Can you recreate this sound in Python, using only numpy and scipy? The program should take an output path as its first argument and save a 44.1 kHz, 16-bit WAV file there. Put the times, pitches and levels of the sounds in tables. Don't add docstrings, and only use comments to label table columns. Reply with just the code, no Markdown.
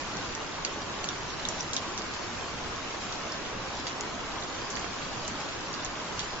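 import sys
import numpy as np
from scipy import signal
from scipy.fft import rfft, irfft, next_fast_len
from scipy.io import wavfile
from scipy.ndimage import uniform_filter1d, map_coordinates

SR = 44100
rng = np.random.default_rng(int(sys.argv[2]) if len(sys.argv) > 2 else 0)


def master(y):
    cut = np.clip(np.atleast_2d(y).T, -1, 1)
    pcm = np.round(cut * 32767)
    wavfile.write(sys.argv[1], SR, pcm.astype(np.int16))


N = 282240

# [f/Hz, level per Hz/dB]
WASH_SPECTRUM = [(20, -1), (35, -3.5), (60, -1), (140, -1), (330, 0.17), (470, -2.5), (780, -2),
                 (1080, -0.2), (1500, -4.5), (2000, -10), (3200, -15.5), (6000, -47.5)]
# [f/Hz, level per Hz/dB]
HISS_SPECTRUM = [(600, -31), (1500, -3), (2700, -2), (4000, -2.5), (5500, -2.5), (7400, -5.5)]
# [f/Hz, correlation (1 = identical)]
LIKENESS = [(40, .74), (200, 0.76), (550, 0.5), (1100, 0.8), (1600, 0.52), (2300, 0.066), (3500, 0.061)]
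# [f/Hz, left minus right/dB]
BED_LEAN = [(40, 0), (300, -2.5), (700, -0.2), (3000, 0.2), (4500, 0.5), (6500, 0)]
# [t/s, level/dB]
FOLIAGE_SWELL = [(0.0, -44), (0.53, -46), (1.71, -43.5), (2.01, -44.5), (3.94, -45), (4.53, -45.5),
                 (4.83, -43.5), (5.86, -45), (6.4, -44)]
# [t/s, level as rms over 2 ms/dB, damping/s^-1 (also widens the slap band, in Hz),
# left minus right/dB, spray relative to drip/dB, notes of the leaf [f/Hz, relative level/dB]]
NEAR_DRIPS = [(0.1696, -34, 1900, -9, -22, [(6000, 0)]), (0.3506, -29, 1700, -2.5, -8, [(3200, -15),
              (5800, 3), (7100, -2)]), (0.6493, -20.5, 1250, -3, -9, [(2900, -9), (4500, -2), (6250, -4)]),
              (0.9410, -38, 1100, -4, -17, [(3200, -3)]), (1.0424, -26, 1400, -2, -9, [(2750, -3),
              (4400, -2), (6900, -1)]), (1.0885, -23.5, 850, -3.5, -15, [(3600, -3), (5700, -3),
              (7000, -9)]), (1.3965, -36, 1300, -1, -12, [(4200, 0)]),
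              (1.4523, -23.5, 1050, -5, -19, [(3700, 2), (6800, -12)]),
              (1.4873, -23, 1200, -6.5, -14, [(5850, 3), (7050, 1)]),
              (1.6028, -35, 1500, 1, -15, [(5200, 0)]), (1.6070, -26, 750, -1.5, -17, [(5850, 0)]),
              (1.63, -38, 1500, -0.5, -18, [(5930, -1), (7000, 2)]),
              (1.7330, -24.5, 1400, -3, -3, [(4000, -5.5), (6000, -2.5), (7100, -5)]),
              (1.7657, -20.5, 1200, -3.5, -5, [(3750, 0), (5350, -1), (6650, -1)]),
              (1.977, -29, 1400, -3, -2, [(4100, -7), (6000, 1)]),
              (2.019, -33.5, 1900, -7, -10, [(4280, 0)]), (2.1375, -34.5, 2000, -5, -2, [(4300, 0)]),
              (2.4097, -38, 1500, -2, -11, [(3200, 0)]), (3.124, -30.5, 1500, -3, -3, [(3700, -2),
              (5600, -2)]), (3.3214, -30.5, 1050, -2, -18, [(5350, 0)]),
              (3.452, -37, 1400, -6, 1, [(3400, 0)]), (3.869, -27.5, 1710, -3.5, -1, [(3200, -7),
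              (4700, -1)]), (4.0087, -27.5, 1500, -1, -16, [(3700, -10), (5300, -6), (6750, 2)]),
              (4.3844, -35, 1200, 9, -14, [(3400, 0)]), (4.425, -33.5, 1400, -7, -10, [(3900, 0)]),
              (4.4365, -35.5, 1500, -1.5, -19, [(6400, 0)]), (4.7025, -33, 1630, -1.5, 2, [(6900, 0)]),
              (4.7543, -31, 1110, -6, -2, [(4570, 0)]), (4.764, -33, 1300, 2, -3, [(6140, 0)]),
              (4.7710, -31.5, 1530, -9, -12, [(1870, 0)]), (4.7946, -37, 1400, 2, -15, [(6360, 0)]),
              (4.8435, -28, 700, -8, -7, [(330, -1), (1250, 1), (2200, -3)]),
              (5.2485, -39, 1100, -8, -15, [(4000, 0)]), (5.2790, -28.5, 1500, -5, -9, [(6100, -1),
              (7100, 1)]), (5.4880, -37, 1900, -7, -2, [(4000, 0)]),
              (5.7297, -34, 1400, -9, -12, [(5900, 0)]), (5.74, -32, 1600, -4, -5, [(4720, 0)]),
              (5.8478, -28.5, 1400, -3, -9, [(6670, 0)]), (5.8547, -35, 1900, -3.5, -4, [(5900, 0)]),
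              (6.1931, -25.5, 1500, -4, -2, [(3600, -2), (4600, -4), (6050, -2)]),
              (6.3075, -38, 2000, -1.5, -3, [(4500, 0)])]
# [f/Hz, time to fall 60 dB/s]
BUSH_DECAY = [(1000, 0.16), (4000, 0.066), (7500, 0.11)]

TOP_HZ = 7500
WASH_DB, FOLIAGE_DB, CRACKLE_DB = -37, -41.5, -52
EAR_LAG_S, ASIDE_DB = 0.000105, 3.5
FLATTEN_S = 0.0005
SPRAY_DELAY_S, SPRAY_FADE_S = 0.0033, 0.013
SPRAY_SPREAD, SPRAY_DAMPING = 0.45, 2300
SPRAY_RANGE_DB = 13


def amp(db):
    return 10 ** (np.asarray(db) / 20)


def unit(x):
    return x / np.sqrt(np.mean(x ** 2) + 1e-20)


def along(points, hz):
    f, value = np.transpose(points)
    return np.interp(np.log(hz + 1), np.log(f + 1), value)


def wobble(rate):
    knots = rng.standard_normal(int(N * rate / SR) + 4)
    return map_coordinates(knots, [np.arange(N) * rate / SR])


def filtered(x, response):
    m = next_fast_len(N + SR // 2)
    spectrum = rfft(x, m) * response(np.fft.rfftfreq(m, 1 / SR))
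    return irfft(spectrum, m)[..., :N]


def panned(lean_db):
    gains = amp(np.array([lean_db, -lean_db]) / 2)
    return gains / np.sqrt(np.mean(gains ** 2, axis=0))


def patchy_noise(patchy_db):
    z = signal.stft(rng.standard_normal((2, N)), nperseg=1024)[2]
    field = rng.standard_normal(z.shape)
    field = uniform_filter1d(field, size=4, axis=1)
    field = uniform_filter1d(field, size=5, axis=2)
    return signal.istft(z * amp(patchy_db * unit(field)), nperseg=1024)[1][:, :N]


def shower(count, pitch_hz, spread, cycles, scatter_db, lean_db, width_db):
    t = np.arange(SR // 100) / SR
    when, nearness, delay = rng.random((count, 3)).T
    tone, place = rng.standard_normal((count, 2)).T
    hz = np.minimum(pitch_hz * np.exp(spread * tone), SR / 4)
    phase = hz[:, None] * t
    loud = amp(scatter_db * np.minimum(-np.log(1 - nearness), 4))
    envelope = np.exp(-phase / cycles) * (1 - np.exp(-phase))
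    rings = loud[:, None] * np.sin(2 * np.pi * phase) * envelope
    lag = (delay - 0.5) * SR / 1500
    channels = []
    for gain, shift in zip(panned(lean_db + width_db * place), (lag, -lag)):
        at = (when * N + shift).astype(int)[:, None] + np.arange(len(t))
        channels.append(np.bincount(at.ravel() % N, (gain[:, None] * rings).ravel(), N))
    return unit(np.array(channels))


def far_rain():
    def mid_side_gains(hz):
        angle = np.arccos(np.clip(along(LIKENESS, hz), -1, 1)) / 2
        return amp(along(WASH_SPECTRUM, hz)) * [np.ones_like(hz), np.tan(angle)]

    mid, side = filtered(patchy_noise(patchy_db=1.55), mid_side_gains)
    wash = unit(np.array([mid + side, mid - side]))
    plops = shower(count=500, pitch_hz=1053, spread=0.3, cycles=9.9,
                   scatter_db=4.0, lean_db=-5.5, width_db=4.5)
    return wash + amp(-16.5) * plops


def foliage():
    patter = shower(count=1500, pitch_hz=4200, spread=0.38, cycles=3,
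                    scatter_db=1.0, lean_db=-2, width_db=4.5)
    patter = unit(filtered(patter, lambda hz: amp(along(HISS_SPECTRUM, hz) / 2) * (hz < TOP_HZ)))
    noise = patchy_noise(patchy_db=3.0)
    mid, side = filtered(noise, lambda hz: amp(along(HISS_SPECTRUM, hz)) * (hz < TOP_HZ))
    hiss = unit(np.array([mid + side, mid - side]))
    flurry_db = 0.53 * wobble(14) + 0.5 * wobble(35)
    swell_db = np.interp(np.arange(N) / SR, *np.transpose(FOLIAGE_SWELL))
    leaves = unit(hiss + amp(-9.5) * patter)
    return leaves * amp(flurry_db + swell_db - swell_db.mean())


def drips():
    out = np.zeros((2, N + SR))
    for s, db, damping, lean_db, spray_db, notes in NEAR_DRIPS:
        strongest_hz = max(notes, key=lambda note: note[1])[0]
        droplets = spray(s, db + spray_db, strongest_hz, lean_db, count=8)
        for when, level_db, tones, damp, lean in [(s, db, notes, damping, lean_db)] + droplets:
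            tick = leaf_tick(tones, damp, lean)
            start = round(when * SR)
            out[:, start:start + tick.shape[1]] += amp(level_db) * tick
    crackle = shower(count=380, pitch_hz=3900, spread=0.33, cycles=1.5,
                     scatter_db=1.6, lean_db=-3, width_db=4)
    return out[:, :N] + amp(CRACKLE_DB) * crackle


def leaf_tick(notes, damping, lean_db, fall_s=0.0012, slap_db=-6):
    lag = EAR_LAG_S * np.tanh(lean_db / ASIDE_DB)
    late = np.maximum([[-lag], [lag]], 0)
    t = np.maximum(np.arange(SR // 50) / SR - late, 0)
    swell = 1 - np.exp(-(t / FLATTEN_S) ** 2)
    ring = sum(amp(db) * np.sin(2 * np.pi * (hz * t + rng.random())) for hz, db in notes)
    pitches = [hz for hz, db in notes]
    edges = [min(pitches) - 1.1 * damping, max(pitches) + 1.8 * damping]
    band = np.clip(edges, [100, 300], [0.9 * TOP_HZ, TOP_HZ])
    splash = swell * np.exp(-t / fall_s) * rng.standard_normal(t.shape)
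    slap_filter = signal.butter(4, band, "bandpass", fs=SR, output="sos")
    slap = unit(signal.sosfilt(slap_filter, splash))
    note = unit(swell * np.exp(-t * damping) * ring)
    tick = note + (damping / 1400) ** 2.1 * amp(slap_db) * slap
    return panned(lean_db)[:, None] * unit(tick) * np.sqrt(0.002 * SR / t.shape[1])


def spray(s, db, pitch_hz, lean_db, count):
    late, tone, place = rng.random((count, 3)).T
    flight = -SPRAY_FADE_S * np.log(1 - (np.arange(count) + late) / (count + 1))
    share = np.exp(-flight / SPRAY_FADE_S / 2)
    levels = db + 10 * np.log10(share / share.sum())
    pitches = pitch_hz * np.exp(SPRAY_SPREAD * (tone - 0.5))
    leans = lean_db + SPRAY_RANGE_DB * (place - 0.5)
    return [(s + SPRAY_DELAY_S + wait, level, [(hz, 0)], SPRAY_DAMPING, lean)
            for wait, level, hz, lean in zip(flight, levels, pitches, leans)]


def bushes(x, ground_db=-12.5, ground_t60=0.04, tail_db=-7.5):
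    hz, t, z = signal.stft(rng.standard_normal((2, SR // 4)), SR, nperseg=256)
    decay = amp(-60 * t / along(BUSH_DECAY, hz)[:, None])
    tail = signal.istft(z * decay, SR, nperseg=256)[1]
    ground_decay = amp(-60 * np.arange(tail.shape[1]) / SR / ground_t60)
    ground = rng.standard_normal(tail.shape) * ground_decay
    echo = amp(tail_db) * tail / np.linalg.norm(tail[0])
    echo = echo + amp(ground_db) * ground / np.linalg.norm(ground[0])
    echo = np.pad(echo, ((0, 0), (SR // 600, 0)))
    return signal.fftconvolve(x, echo, axes=1)[:, :N]


def scene():
    bed = amp(WASH_DB) * far_rain() + amp(FOLIAGE_DB) * foliage()
    near = drips()
    return filtered(bed, lambda hz: panned(along(BED_LEAN, hz))) + near + bushes(near)


def record(dry):
    return filtered(dry, lambda hz: 1 / np.sqrt(1 + (hz / TOP_HZ) ** 160))


dry = scene()
out = record(dry)
master(out)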